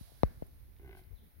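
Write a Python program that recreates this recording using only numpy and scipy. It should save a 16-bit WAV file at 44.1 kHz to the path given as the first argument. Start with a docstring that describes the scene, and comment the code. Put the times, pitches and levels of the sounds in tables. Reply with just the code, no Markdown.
"""Soft bumps and a sharp knock jolt a hand-held microphone, each impulse exciting its case.
Then a water buffalo, stepping past on wet grass, gives one short, low grunt: slow flaps of the
larynx drive the resonances of its chest, throat and muzzle. Light wind rumbles on the two
microphone ports, a small bird whistles far off, and a thin hiss lies under everything."""
import sys
import numpy as np
from scipy import signal
from scipy.fft import rfft, irfft, next_fast_len
from scipy.io import wavfile
from scipy.ndimage import uniform_filter1d

SR = 44100
rng = np.random.default_rng(int(sys.argv[2]) if len(sys.argv) > 2 else 0)


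def generate_wav(signal):
    """Clip the signal to [-1, 1] and save it as 16-bit WAV at the path in sys.argv[1]."""
    frames = np.transpose(np.atleast_2d(signal))
    scaled = np.clip(frames, -1, 1) * 32767
    pcm = np.round(scaled).astype(np.int16)
    wavfile.write(sys.argv[1], SR, pcm)


N = 61739
TIME = np.arange(N) / SR

GRUNT_START_S, GRUNT_END_S, FADE_S = .7965, 1.07, .015
BODY_DB, MUZZLE_DB, BREATH_DB, AIR_DB = -6, -17.5, -52, -70
AIR_PEAK_S, AIR_WIDTH_S, MUZZLE_LAG_S = .984, .027, .00014
# Relative envelopes of the grunt (time [s], effort [dB], mouth opening [dB], breath [dB])
GRUNT_ENVELOPES = [(.79, -3, -8, -17), (.82, -3.5, -23.5, -9), (.85, -0.5, -9, -5), (.88, 0, -6.5, -12),
                   (.915, 0, -0.5, -1), (.95, -2.5, -4.5, -7), (.99, -10.5, -5, -10.5),
                   (1.02, -7.5, -28, -11.5), (1.07, -45, -28, -21)]
# Chest resonances (frequency [Hz], bandwidth [Hz], gain [dB])
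CHEST_MODES = [(71, 31, 9), (127, 27, 0.5)]
# Narrow throat resonance (frequency [Hz], bandwidth [Hz], gain [dB])
THROAT_MODE = [(370.4, 39, 0)]
# Broad resonance that rounds the throat's attack (frequency [Hz], bandwidth [Hz], gain [dB])
BROAD_MODE = [(380, 520, 0)]
# Formants of mouth and muzzle (frequency [Hz], bandwidth [Hz], gain [dB])
MUZZLE_MODES = [(717, 125, 3), (1010, 220, -13.5), (1517, 80, 3), (2060, 123, 1), (2830, 300, -14.5)]
# Spectrum of air at the nostrils (frequency [Hz], level [dB])
NOSTRIL_SPECTRUM = [(500, 0), (2500, -3), (4200, 9.5), (6000, -0.5), (7600, -6), (10500, 12.5), (15500, 2)]
def buffalo():
    """Source and filter: larynx pulses excite chest, throat and muzzle, then run out into air."""
    pulses, voice = larynx()
    gate = np.clip((TIME - GRUNT_START_S) / FADE_S, 0, 1) * np.clip((GRUNT_END_S - TIME) / FADE_S, 0, 1)
    breath = gate * undb(BREATH_DB + curve(GRUNT_ENVELOPES, 3)) * rng.standard_normal(N)
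    effort = undb(BODY_DB + curve(GRUNT_ENVELOPES, 1))
    opening = undb(MUZZLE_DB + curve(GRUNT_ENVELOPES, 2))
    chest = cut(ring(pulses * effort, CHEST_MODES), 110, "low")
    throat = ring(ring(voice * effort, THROAT_MODE), BROAD_MODE)
    muzzle = cut(ring(voice * opening + breath, MUZZLE_MODES), 2690, "low")
    muzzle_pair = np.array([muzzle, np.interp(TIME - MUZZLE_LAG_S, TIME, muzzle)])  # right lags
    air = colour(rng.standard_normal((2, N)), NOSTRIL_SPECTRUM)
    air *= undb(AIR_DB) * swell(AIR_PEAK_S, AIR_WIDTH_S)
    direct = chest * pan(-3) + throat * pan(.5) + muzzle_pair * pan(4)
    return direct + air + field_echo(throat + muzzle, db=-11.5)


JITTER_PERIODS, SHIMMER_DB, RASP_DB, RASP_DECAY_S = .01, .7, -26, .0082
# Flapping of the larynx (time [s], pulse rate [Hz])
FLAP_RATE = [(.806, 49.5), (.82, 67), (.855, 67), (.885, 59), (.92, 55.5), (.94, 47.8), (1.07, 45)]
def larynx():
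    """Glottal source: a nearly periodic pulse train, returned plain and with rasping puffs of noise."""
    rate, pulses, s = curve(FLAP_RATE), np.zeros(N), GRUNT_START_S
    for late, size in rng.standard_normal((40, 2)):
        if s < GRUNT_END_S:
            period = 1 / rate[int(s * SR)]
            pulses[int((s + JITTER_PERIODS * late * period) * SR)] = undb(SHIMMER_DB * size)
            s += 1 / rate[int((s + period / 2) * SR)]  # rate at mid-cycle
    return pulses, pulses + undb(RASP_DB) * noise_bursts(pulses, RASP_DECAY_S)


LAG_LEFT_HZ, LAG_RIGHT_HZ = 88.5, 52.7
# Pushes on the case (time [s], left [dB], right [dB], low-pass [Hz], high-pass [Hz], click share [dB])
JOLTS = [(.008, -24, -19, 259.2, 16, -27.5), (0.1189, -41, -51, 845, 110, -36),
         (.127, -33, -33, 130, 45, -60), (.2333, -1.3, -1.57, 16400, 36, -49),
         (0.367, -29, -21.5, 160, 61, -90), (0.4217, -17.5, -10, 650, 102, -34),
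         (1.098, -19.5, -42, 95, 13, -44), (1.119, -17.5, -32, 85, 23, -70)]
# Response of the microphone case (frequency [Hz], left gain [dB], right gain [dB])
CASE_RESPONSE = [(15, -18, -41), (24.06, 6.5, 6.5), (40.3, 30.5, 30), (59.4, 32, 30.5), (85, 31.5, 18.5),
                 (151, 30.5, 19.5), (356, 23.5, 10.5), (532, 27, 13), (760, 20.5, -0.5), (1020, 14.5, 8.5),
                 (1199, 14.5, 5.5), (1460, -3.5, -7.5), (2070, 0.5, -2.5), (3240, -21.5, -17),
                 (3800, -18.5, -3), (5200, -16, -15), (7300, -58.5, -33.5), (11400, -40, -14.5),
                 (17000, -33, -36)]
def knocks():
    """Impulse response: jolts push the two ports in opposite directions; softer contact is duller."""
    left = right = 0
    for s, left_db, right_db, dull_hz, thin_hz, click_db in JOLTS:
        contact = cut(impulse(s), dull_hz, "low", order=5) + undb(click_db) * impulse(s)
        push = cut(contact, thin_hz, "high")
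        left -= undb(left_db) * push
        right += undb(right_db) * push
    left = late_bass(colour(left, CASE_RESPONSE, 1), LAG_LEFT_HZ)
    right = late_bass(colour(right, CASE_RESPONSE, 2), LAG_RIGHT_HZ)
    return np.array([left, right]) + field_echo(left, db=-24.5)


def late_bass(x, hz):
    """Dispersion: two all-pass stages delay the bass below hz, so a click becomes a falling thud."""
    g = np.tan(np.pi * hz / SR)
    a = (g - 1) / (g + 1)
    return signal.lfilter([a, 1], [1, a], signal.lfilter([a, 1], [1, a], x))


TICK_DECAY_S, TICK_BANDWIDTH_HZ = .0013, 2500
# Wet grass under the hooves (time [s], gain [dB], centre frequency [Hz])
GRASS_TICKS = [(.467, -46.5, 10660), (.765, -54, 2200), (.786, -54.5, 3280), (1.037, -55.5, 3800)]
def grass():
    """Damped transients: trodden grass ticks in tiny bursts of band-limited noise."""
    ticks = 0
    for s, db, hz in GRASS_TICKS:
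        burst = noise_bursts(impulse(s), TICK_DECAY_S)
        ticks += undb(db) * band(burst, hz, TICK_BANDWIDTH_HZ)
    return ticks * pan(1)


# Swells of noise (time [s], half-width [s], centre frequency [Hz], bandwidth [Hz], level [dB])
NOISE_SWELLS = [(0.089, 0.018, 680, 202, -68), (0.286, 0.084, 1585, 400, -69),
                (0.43, 0.01, 1710, 1590, -67.5), (0.458, .05, 428, 460, -69.5),
                (1.123, 0.024, 380, 290, -68), (1.232, 0.057, 180, 184, -63.5)]
def faint_swells():
    """Band-limited noise: a breathy tail after the knock, soft rustles and a low, distant murmur."""
    total = 0
    for s, width_s, hz, bandwidth, db in NOISE_SWELLS:
        noise = band(rng.standard_normal((2, N)), hz, bandwidth)
        total += noise / noise.std() * undb(db) * swell(s, width_s)
    return total * pan(-1)


# Spectrum of the wind (frequency [Hz], relative level [dB])
WIND_SPECTRUM = [(15, -26.5), (30, -4.5), (60, 0), (100, -6), (170, -20), (300, -25), (500, -37),
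                 (1000, -46), (3000, -82)]
# Wind strength (time [s], left level [dB], right level [dB])
GUST_LEVELS = [(0, -63, -66), (.17, -57, -58), (.3, -54.5, -53.5), (.5, -54, -53.5), (.7, -58.5, -52.5),
               (.95, -59.5, -54.5), (1.05, -50.5, -62.5), (1.17, -60, -67), (1.24, -58.5, -57),
               (1.32, -65, -66), (1.39, -49.5, -61.5)]
def wind():
    """Turbulence: low buffeting, uncorrelated between the two ports."""
    rumble = colour(rng.standard_normal((2, N)), WIND_SPECTRUM)
    rumble /= rumble.std(axis=1, keepdims=True)
    return rumble * undb([curve(GUST_LEVELS, 1), curve(GUST_LEVELS, 2)])


# Contour of the bird's call (time [s], frequency [Hz], level [dB])
WHISTLE = [(1.145, 4150, -92), (1.16, 4050, -75.5), (1.18, 3550, -75.5), (1.2, 3100, -79.5),
           (1.218, 3650, -91), (1.235, 3950, -88), (1.255, 4050, -94)]
def bird():
    """Frequency modulation: a distant, wavering whistle dips and rises again."""
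    hz = curve(WHISTLE, 1) * (1 + .022 * drift(rate_hz=300))
    calling = (TIME > WHISTLE[0][0]) & (TIME < WHISTLE[-1][0])
    tone = np.sin(2 * np.pi * np.cumsum(hz) / SR) * undb(curve(WHISTLE, 2)) * calling
    return tone * pan(4) + field_echo(tone, db=-6)


HISS_DB, RUSH_DB, RUSH_FADE_DB_PER_S = -69.5, -60.5, 27
# Spectrum of the steady hiss (frequency [Hz], left gain [dB], right gain [dB])
HISS_SPECTRUM = [(99, 10, 13), (650, 8, 2.5), (1100, 2.5, 1), (2150, 1, 6), (2990, -2, -6.5),
                 (3900, -2, -3.5), (6410, -10.5, -7), (7600, -18.5, -18.5), (9300, -6.5, 0), (11300, 1, 5),
                 (14600, 4, 5)]
# Spectrum of the opening rush (frequency [Hz], gain [dB])
RUSH_SPECTRUM = [(200, -5), (650, 3), (1200, -4.5), (2500, -6.5), (4000, 1), (6000, -5), (7600, -12),
                 (10500, 2), (15500, -12)]
def hiss():
    """Broadband noise: a thin, faintly flickering hiss and a rush that decays exponentially."""
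    steady = np.array([colour(rng.standard_normal(N), HISS_SPECTRUM, side) for side in (1, 2)])
    rush = colour(rng.standard_normal((2, N)), RUSH_SPECTRUM)
    rush *= undb(RUSH_DB - RUSH_FADE_DB_PER_S * TIME) * pan(-9.5)
    return steady * undb(HISS_DB + .46 * drift(rate_hz=36)) + rush


FIELD_T60_S, FIELD_DELAY_S = .55, .012
# Response of the field's echo (frequency [Hz], gain [dB])
ECHO_RESPONSE = [(40, -23), (200, -4), (600, -11), (1100, -9), (1650, -2.5), (2200, 6.5), (4000, 10),
                 (10000, 10.5)]
def field_echo(x, db):
    """Diffuse scattering: ground and fences return a different decaying tail to each port."""
    tail = rng.standard_normal((2, N)) * undb(-60 * TIME / FIELD_T60_S) * (TIME > FIELD_DELAY_S)
    tail /= np.sqrt(np.sum(tail ** 2, axis=1, keepdims=True))
    return undb(db) * colour(signal.fftconvolve(x[None], tail, axes=1)[:, :N], ECHO_RESPONSE)


def undb(db):
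    """Decibels to amplitude ratio."""
    return 10 ** (np.asarray(db) / 20)


def curve(rows, column=1):
    """Linear interpolation of one table column over time."""
    rows = np.array(rows, float)
    return np.interp(TIME, rows[:, 0], rows[:, column])


def pan(db):
    """Level panning: two gains, the left db above the right."""
    return undb(np.array([[db], [-db]]) / 2)


def colour(x, rows, column=1):
    """Minimum-phase filter through (frequency [Hz], gain [dB]) points."""
    rows, size = np.array(rows, float), 2 * next_fast_len(N)
    hz = np.maximum(np.fft.rfftfreq(size, 1 / SR), 1)
    gain = undb(np.interp(np.log(hz), np.log(rows[:, 0]), rows[:, column]))
    cepstrum = irfft(np.log(gain))
    cepstrum[1:size // 2] *= 2  # folding makes the filter causal
    cepstrum[size // 2 + 1:] = 0
    return irfft(rfft(x, size) * np.exp(rfft(cepstrum)))[..., :N]


def cut(x, hz, kind, order=2):
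    """Maximally flat low-pass or high-pass."""
    return signal.sosfilt(signal.butter(order, hz, kind, fs=SR, output="sos"), x + 1e-18)


def ring(x, modes):
    """Parallel resonators (frequency [Hz], bandwidth [Hz], gain [dB])."""
    x = x + np.finfo(float).eps
    return sum(undb(db) * signal.lfilter(*signal.iirpeak(hz, hz / width, fs=SR), x)
               for hz, width, db in modes)


def band(x, hz, bandwidth):
    """Band-pass: two equal resonators in series."""
    mode = [(hz, bandwidth, 0)]
    return ring(ring(x, mode), mode)


def impulse(s):
    """Unit impulse at time s."""
    return (np.arange(N) == int(s * SR)) * 1.


def noise_bursts(pulses, decay_s):
    """Exponential decay of noise after each pulse."""
    return signal.lfilter([1], [1, -np.exp(-1 / (decay_s * SR))], pulses) * rng.standard_normal(N)


def swell(peak_s, width_s):
    """Bell-shaped envelope, down to 1/e at width_s from its peak."""
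    return np.exp(-((TIME - peak_s) / width_s) ** 2)


def drift(rate_hz):
    """Smoothed random fluctuation with a spread near 1."""
    step = int(SR / rate_hz)
    return uniform_filter1d(np.repeat(rng.standard_normal(N // step + 1), step), step)[:N]


def scene():
    """Superposition of all sources at the two ports."""
    return buffalo() + knocks() + wind() + hiss() + bird() + grass() + faint_swells()


def record(dry):
    """Band limiting: a steep low-pass removes the treble above 15.9 kHz."""
    return signal.sosfilt(signal.ellip(10, .2, 70, 15900, fs=SR, output="sos"), dry)


dry = scene()
out = record(dry)
generate_wav(out)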